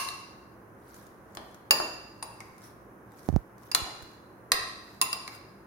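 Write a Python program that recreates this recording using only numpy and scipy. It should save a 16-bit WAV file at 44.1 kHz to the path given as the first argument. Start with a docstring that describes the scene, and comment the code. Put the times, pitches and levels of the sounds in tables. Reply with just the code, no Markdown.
"""Spoon clinks on a cut-glass bowl, damped by food and a hand, over wet squelches in a bare, ringing kitchen.
A steel spoon folds chopped vegetables and soft cheese: each clink sums struck modes of glass and steel and a noisy clack.
Filtered noise bursts make the counter knocks, wet smacks and one scrape; gated random pops make the squelch.
Noise echoes form the room, shaped noise its low drone and the hiss; microphone bumps are bass-cut, dying sines."""
import sys
import numpy as np
from scipy import signal
from scipy.fft import rfft, irfft, next_fast_len
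from scipy.io import wavfile

SR = 44100
rng = np.random.default_rng(int(sys.argv[2]) if len(sys.argv) > 2 else 0)


def master_out(mix):
    """Clip the mix to full scale and print it as 16-bit PCM to the path in sys.argv[1]."""
    frames = np.transpose(np.atleast_2d(mix))
    ceiling = np.clip(frames, -1, 1)
    pcm = np.round(ceiling * 32767).astype(np.int16)
    wavfile.write(sys.argv[1], SR, pcm)


N = 249854
LEAD = SR // 10   # samples before time zero, so that a sound may already be under way
BLOW_T = np.arange(SR // 3) / SR   # time axis of one blow, s
BANDS = np.geomspace(100, 16000, 64)   # Hz

# Spoon strokes through the wet mix. Each row: middle in seconds, half length in seconds, level in dB.
STROKES = [(0.972, 0.086, -59.5), (1.423, 0.1, -65.5), (2.37, .18, -67.5), (2.658, 0.038, -60.5),
           (3.244, 0.087, -61.5), (3.653, 0.036, -61), (4.053, .075, -65.5), (4.922, .072, -64.5),
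           (5.341, .025, -55.5)]
# Colour of the wet mix. Each row: frequency in Hz, relative level in dB per Hz.
SQUELCH = [(500, -7.5), (1500, 3.5), (2800, -11), (4000, -6.5), (5700, -4.5), (7700, -9), (9700, -5.5),
           (13000, -7.5), (16000, -12)]


def from_db(db):
    """Decibels to gain."""
    return 10 ** (np.asarray(db) / 20)


def at_hz(points, hz):
    """Read a table on a log-frequency axis."""
    f, value = np.transpose(points)
    return np.interp(np.log(np.maximum(hz, 1)), np.log(f), value)


def unit_energy(x):
    """Scale each channel to an energy of one."""
    return x / np.sqrt(np.sum(x ** 2, axis=-1, keepdims=True) / SR + 1e-30)


def unit_rms(x):
    """Scale to an rms of one over all channels."""
    return x / np.sqrt(np.mean(x ** 2) + 1e-30)


def dying(t, t60):
    """Envelope that falls 60 dB in t60 seconds."""
    return np.exp(-np.log(1000) * t / t60)


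def pan(db):
    """Left and right gains for a left-minus-right level difference."""
    return from_db([[db / 2], [-db / 2]])


def add(track, s, sound):
    """Mix a sound at s seconds into a track that starts LEAD samples before time zero."""
    i = max(LEAD + round(s * SR), 0)
    track[:, i:i + sound.shape[-1]] += sound[:, :track.shape[1] - i]


def favour(hz, centre_hz, octaves):
    """A bell over log frequency, one at its centre."""
    return np.exp(-(np.log2(hz / centre_hz) / octaves) ** 2 / 2)


def shaded(spectrum, extra_db):
    """A spectrum with extra decibels on each of the BANDS."""
    return np.column_stack([BANDS, at_hz(spectrum, BANDS) + extra_db])


def colour(x, spectrum):
    """Causal (minimum-phase) filter with the given spectrum, built by folding its cepstrum."""
    n = 2 * next_fast_len(x.shape[-1] // 2 + 2048)
    gain = from_db(at_hz(spectrum, np.fft.rfftfreq(n, 1 / SR)))
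    cepstrum = irfft(np.log(gain))
    cepstrum[1:n // 2] *= 2
    cepstrum[n // 2 + 1:] = 0
    response = np.exp(rfft(cepstrum))
    return irfft(rfft(x, n) * response)[..., :x.shape[-1]]


def diffuse_noise(size):
    """Frequencies and stereo spectrum of noise from all sides: alike in the bass, unrelated in the treble."""
    # Each row: frequency in Hz, left-right likeness from 0 to 1.
    likeness = [(30, 0.74), (130, 0.91), (290, 0.91), (640, 0.58), (1400, 0), (16000, 0)]
    hz = np.fft.rfftfreq(size, 1 / SR)
    alike = np.clip(at_hz(likeness, hz), -1, 1)
    mid, side = rfft(rng.standard_normal((2, size)))
    shared, opposed = np.sqrt(1 + alike) * mid, np.sqrt(1 - alike) * side
    return hz, (shared + opposed * [[1], [-1]]) / np.sqrt(2)


def burst(spectrum, t60, rise_s=0.00037):
    """A short coloured noise crack of unit energy."""
    size = SR // 8
    t = BLOW_T[:size]
    noise = irfft(diffuse_noise(size)[1], size)
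    cracked = noise * dying(t, t60) * (1 - np.exp(-t / rise_s))
    return unit_energy(colour(cracked, spectrum))


def ring(modes, extra_db, contact_s, damping=1):
    """Struck modes; each reaches the two microphones with its own phase and strength."""
    spread_db = 1.2
    hz, db, t60 = np.transpose(modes)
    waves = unit_energy(dying(BLOW_T, t60[:, None] / damping)) * np.exp(2j * np.pi * hz[:, None] * BLOW_T)
    strength = from_db(db + extra_db + spread_db * rng.standard_normal((2, len(hz))))
    phase = np.exp(2j * np.pi * rng.random((2, len(hz))))
    soft_start = 1 - np.exp(-(BLOW_T / contact_s) ** 2)
    return np.sqrt(2) * ((strength * phase) @ waves).imag * soft_start


def clinks():
    """Touches ring bowl and spoon and clack; force and rim brighten, the spot favours a band, one band is weaker."""
    # Spoon meets glass. Each row: start in seconds, strength in dB, spoon ring against bowl ring in dB,
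    # extra for the rim mode in dB, band the spot favours in Hz, band in which this clink's rings are weaker, in Hz.
    touches = [(-0.030, -38, -15, 7.5, 4850, 2720), (0.087, -63, 22, 10, 4200, 12500),
               (1.371, -65.5, 4.5, -18, 3400, 8490), (1.708, -33, -23, -6, 4500, 3504),
               (2.226, -56, -20, 1, 9800, 2700), (2.404, -70.5, 17, 4, 2088, 4150),
               (3.715, -54, -17, -3, 5100, 2750), (3.748, -41, 10, 4, 4100, 6480),
               (4.5183, -39, 10, -1, 1756, 9100), (5.014, -41, -11, 14, 10400, 2450),
               (5.022, -49, -18, 20, 10300, 6850), (5.1291, -51.5, -10, 1, 4800, 6850),
               (5.2771, -62.5, -2, 3, 2200, 8420)]
    # Glass bowl, then finger-damped spoon. Each row: mode in Hz, relative energy in dB, t60 in seconds
    # (the bowl's before the pressing spoon shortens it).
    bowl_modes = [(723, -25.5, 0.095), (1067.5, -15, 0.17), (1930, -22, .025), (2180, -37.5, .025),
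                  (2720, -3.5, 0.079), (3690, -29.5, .025), (4880, -15.5, .07), (4878, -9, 0.042),
                  (5590, -17, .012), (6850, -14, .05), (9446, -10.5, 0.047), (10030, -18.5, 0.02),
                  (8964, -18.5, 0.023), (9980, -15.5, .022), (10550, -19, .035), (10960, -26, 0.018),
                  (11830, -20, 0.03), (13400, -19.5, .012), (14900, -18.5, .01), (15700, -27.5, .03)]
    spoon_modes = [(1284, -19, 0.092), (1880, -12.5, 0.013), (2715, -18.5, .006), (4122, -6, 0.019),
                   (4500, -14, 0.01), (6300, -21, 0.0051), (8410, -7.5, .005), (9220, 1.5, 0.01),
                   (12260, -26, 0.0092), (13670, -13.5, .004)]
    # Dead clack of the contact. Each row: frequency in Hz, relative level in dB per Hz.
    clack_colour = [(100, -15.5), (300, -16.5), (700, -9.5), (1100, 2.5), (1500, -8.5), (1950, -3.5),
                    (2600, -8), (3200, -11), (4500, -6), (6000, -9), (9000, -18), (13000, -17.5),
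                    (16000, -35)]
    # Drift of the clinks to the right. Each row: time in seconds, left-minus-right level in dB.
    drift = [(1.7, 2.5), (3.7, -1.5), (5.3, -2)]
    firm_db = -41   # strength of a firm clink
    tilt_db_per_oct, tilt_per_force_db, tilt_per_rim_db = 1.0, 0.065, 0.12
    firm_spot_db, spot_per_force_db = 7, .14   # the favoured band grows as a touch gets lighter
    weaker_db = -8
    clack_bowl_db, clack_spoon_db = -4.5, 1   # a firm clink's clack against each ring
    clack_follows = 0.8   # share of the rings' dB swing that the clack follows

    out = np.zeros((2, LEAD + N))
    bowl_hz, spoon_hz = np.array(bowl_modes)[:, 0], np.array(spoon_modes)[:, 0]
    rim_mode = np.arange(len(bowl_modes)) == 1
    for s, db, spoon_db, rim_db, spot_hz, weaker_hz in touches:
        force_db, pressed = db - firm_db, from_db(spoon_db)
        bowl, spoon = from_db(db) * np.array([1, pressed]) / np.hypot(1, pressed)
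        clack = np.hypot(bowl * from_db(clack_bowl_db), spoon * from_db(clack_spoon_db))
        clack = clack * from_db((clack_follows - 1) * force_db)
        bright_db = tilt_db_per_oct + tilt_per_force_db * force_db + tilt_per_rim_db * rim_db
        spot_db = firm_spot_db - spot_per_force_db * force_db
        bowl_tone, spoon_tone, clack_tone = (
            bright_db * np.log2(hz / 4500) + spot_db * favour(hz, spot_hz, octaves=0.12)
            for hz in (bowl_hz, spoon_hz, BANDS))
        bowl_dip, spoon_dip = (weaker_db * favour(hz, weaker_hz, octaves=0.12) for hz in (bowl_hz, spoon_hz))
        damping = 1 + 1.5 * pressed   # a spoon that stays pressed on the glass chokes its ring
        bowl_extra = bowl_tone + bowl_dip + rim_db * rim_mode
        glass = bowl * ring(bowl_modes, bowl_extra, contact_s=0.00047, damping=damping)
        steel = spoon * ring(spoon_modes, spoon_tone + spoon_dip, contact_s=0.00029)
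        sides = pan(np.interp(s, *np.transpose(drift)))
        add(out, s, (glass + steel) * sides)
        add(out, s, clack * burst(shaded(clack_colour, clack_tone), t60=0.022) * sides)
    return out


def knocks():
    """The foot of the rocking bowl comes down on the counter: short, dull noise bursts."""
    # Each row: start in seconds, energy in dB.
    landings = [(1.371, -64), (1.800, -47.5), (3.863, -65)]
    # Each row: frequency in Hz, relative level in dB per Hz.
    knock_colour = [(50, -17), (120, -16), (300, -2), (500, -6.5), (750, 7), (1200, -5.5), (2500, -24),
                    (8000, -34.5)]
    out = np.zeros((2, LEAD + N))
    for s, db in landings:
        add(out, s, from_db(db) * burst(knock_colour, t60=0.01))
    return out


def squelch(grains_per_band_s, size_db):
    """Wet pieces part in tiny pops, each in one of twelve pitch bands, under every stroke."""
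    t = np.arange(-LEAD, N) / SR
    push = sum(from_db(db) * np.exp(-((t - s) / half) ** 2 / 2) for s, half, db in STROKES)
    edges = np.geomspace(1000, 16000, 13)   # Hz
    pops = np.zeros((2, len(t)))
    for low, high in zip(edges, edges[1:]):
        born = rng.random(len(t)) < grains_per_band_s / SR
        sizes = from_db(size_db * np.minimum(rng.exponential(1, len(t)), 4))
        sizes = sizes * rng.standard_normal((2, len(t)))
        band = signal.butter(2, [low, high], "band", fs=SR, output="sos")
        pops += signal.sosfilt(band, born * sizes + 1e-18)
    return push * unit_rms(colour(pops, SQUELCH))


def wet_burst(hz, t60, boost_db):
    """A noise burst with the colour of the wet mix and one narrow resonance."""
    return burst(shaded(SQUELCH, boost_db * favour(BANDS, hz, octaves=0.076)), t60)


def smacks(count):
    """Air pockets in the mix open: some at set times, others at random around every stroke."""
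    # Wet smacks at set times. Each row: start in seconds, energy in dB, pitch in Hz.
    timed = [(0.943, -73.5, 6340), (1.35, -68, 6900), (1.545, -75, 6540), (2.581, -78.5, 9170),
             (3.119, -83, 12750), (3.192, -78.5, 4500), (4.023, -73, 11540)]
    stray_db = -20   # energy against the level of the stroke
    stray_spread = 0.99   # scatter in half lengths of the stroke
    low_hz, high_hz = 4000, 11010
    out = np.zeros((2, LEAD + N))
    strays = [(s + stray_spread * half * rng.standard_normal(), db + stray_db, rng.uniform(low_hz, high_hz))
              for s, half, db in STROKES for _ in range(count)]
    for s, db, hz in timed + strays:
        add(out, s, from_db(db) * wet_burst(hz, t60=.016, boost_db=8))
    return out


def scrape():
    """The spoon slides once along wet glass and hisses in two narrow bands."""
    # Each row: band in Hz, energy in dB.
    hissing_bands = [(5480, -74), (9700, -73.5)]
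    out = np.zeros((2, LEAD + N))
    for hz, db in hissing_bands:
        add(out, 2.635, from_db(db) * wet_burst(hz, t60=0.27, boost_db=19))
    return out


def bumps(highpass_hz, left_db):
    """Pushes on the microphone case, mostly at the right port; a bass cut turns each into a dying wobble."""
    # Each row: start in seconds, peak in dB, pitch of the push in Hz.
    pushes = [(3.2885, -13, 232), (3.299, -19.5, 100), (3.327, -20, 102), (3.34, -15, 65.6),
              (3.3624, -8.5, 157), (3.818, -32.5, 69.5), (4.021, -42.5, 68)]
    # The case's own dull click. Each row: frequency in Hz, relative level in dB per Hz.
    tick_colour = [(100, 0.5), (300, -2.5), (500, -3.5), (750, 0), (1200, -24), (2500, -30.5),
                   (6000, -26.5), (9000, -40.5), (15000, -36)]
    # click against the push at this pitch; quicker pushes click harder
    tick_db, tick_at_hz, tick_db_per_oct = -44, 157, 10
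    out = np.zeros((2, LEAD + N))
    bass_cut = signal.butter(5, highpass_hz, "high", fs=SR, output="sos")
    tick = unit_energy(colour(signal.unit_impulse(len(BLOW_T)), tick_colour))
    for s, db, push_hz in pushes:
        phase = 2 * np.pi * push_hz * BLOW_T
        wobble = signal.sosfilt(bass_cut, np.sin(phase) * np.exp(-.45 * phase) + 1e-18)
        add(out, s, from_db(db) * wobble / np.abs(wobble).max() * from_db([[left_db], [0]]))
        click_db = db + tick_db + tick_db_per_oct * np.log2(push_hz / tick_at_hz)
        add(out, s, from_db(click_db) * tick * pan(db=-6.5))
    return out


def kitchen(x, build_s, early_db, early_t60):
    """Early scatter off counter and dishes, then a diffuse tail that dies soonest in the top treble."""
    # Each row: frequency in Hz, t60 in seconds.
    decays = [(100, 0.74), (500, 0.7), (1200, 0.84), (2700, 0.84), (5000, 0.82), (9000, 0.63),
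              (16000, 0.14)]
    # Each row: frequency in Hz, tail level against the direct sound in dB.
    tail_levels = [(100, 3), (500, 2.5), (1200, -2.5), (2700, -4), (5000, -8), (9000, -12), (16000, -1)]
    t = np.arange(SR) / SR
    hz, noise = diffuse_noise(SR)
    centres, tail = [f for f, t60 in decays], 0
    for share, (f, t60) in zip(np.eye(len(centres)), decays):   # overlapping bands, each with its own decay
        weight = at_hz(list(zip(centres, share)), hz)
        band = irfft(noise * weight * from_db(at_hz(tail_levels, hz)), SR)
        tail = tail + band * unit_energy(dying(t, t60) * (1 - np.exp(-t / build_s)))
    early = from_db(early_db) * unit_energy(rng.standard_normal((2, SR)) * t * dying(t, early_t60))
    feed = np.array([x[0] + 0.68 * x[1], x[1] + 0.74 * x[0]])   # each side also hears the other
    return signal.fftconvolve(feed, (tail + early) / np.sqrt(SR), axes=1)


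def drone():
    """Steady low rush of the room: shaped noise with a few resonances."""
    # Each row: frequency in Hz, relative level in dB per Hz.
    rush_colour = [(15, -56), (25, -44.5), (54, -4.5), (86, -12.5), (190, -5), (224, -6.5), (365, -8),
                   (558, -6), (606, -9), (1600, -13), (2560, -28.5), (2890, -33), (3200, -41), (4160, -78),
                   (7040, -120)]
    # Each row: centre in Hz, width in Hz, height in dB.
    resonances = [(64.4, 24, 1.5), (111.9, 28, 12.5), (197.4, 9.4, 6.5), (342, 120, 7), (1072, 200, 4)]
    hz, noise = diffuse_noise(LEAD + N)
    peaks_db = sum(db / (1 + (2 * (hz - centre) / width) ** 2) for centre, width, db in resonances)
    rush = unit_rms(irfft(noise * from_db(at_hz(rush_colour, hz) + peaks_db), LEAD + N))
    return from_db(-52) * rush * pan(db=-1)


def hiss():
    """Faint microphone hiss: coloured noise, unrelated at the two sides."""
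    # Each row: frequency in Hz, relative level in dB per Hz.
    hiss_colour = [(500, -13), (3200, -2), (4400, -7.5), (6200, 0.5), (7700, -7.5), (9800, 2.5), (12500, 2),
                   (16000, 0)]
    return from_db(-70.5) * unit_rms(colour(rng.standard_normal((2, LEAD + N)), hiss_colour))


def scene():
    """Bowl sounds in the room, over drone and hiss; the bumps reach the microphone directly."""
    near = clinks() + knocks() + squelch(grains_per_band_s=4000 / 13, size_db=-1.5) + smacks(count=2) + scrape()
    room = np.zeros_like(near)
    # the echo noise is drawn anew for each second, so no chance peak repeats
    for start in range(0, LEAD + N, SR):
        echoes = kitchen(near[:, start:start + SR], build_s=0.0029, early_db=-14.0, early_t60=0.039)
        add(room, (start - LEAD) / SR, echoes)
    return (near + room + drone() + hiss() + bumps(highpass_hz=47.3, left_db=-37))[:, LEAD:]


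def record(dry):
    """A steep elliptic low-pass cuts the top above 16 kHz."""
    return signal.sosfilt(signal.ellip(10, .1, 80, 16000, fs=SR, output="sos"), dry)


dry = scene()
out = record(dry)
master_out(out)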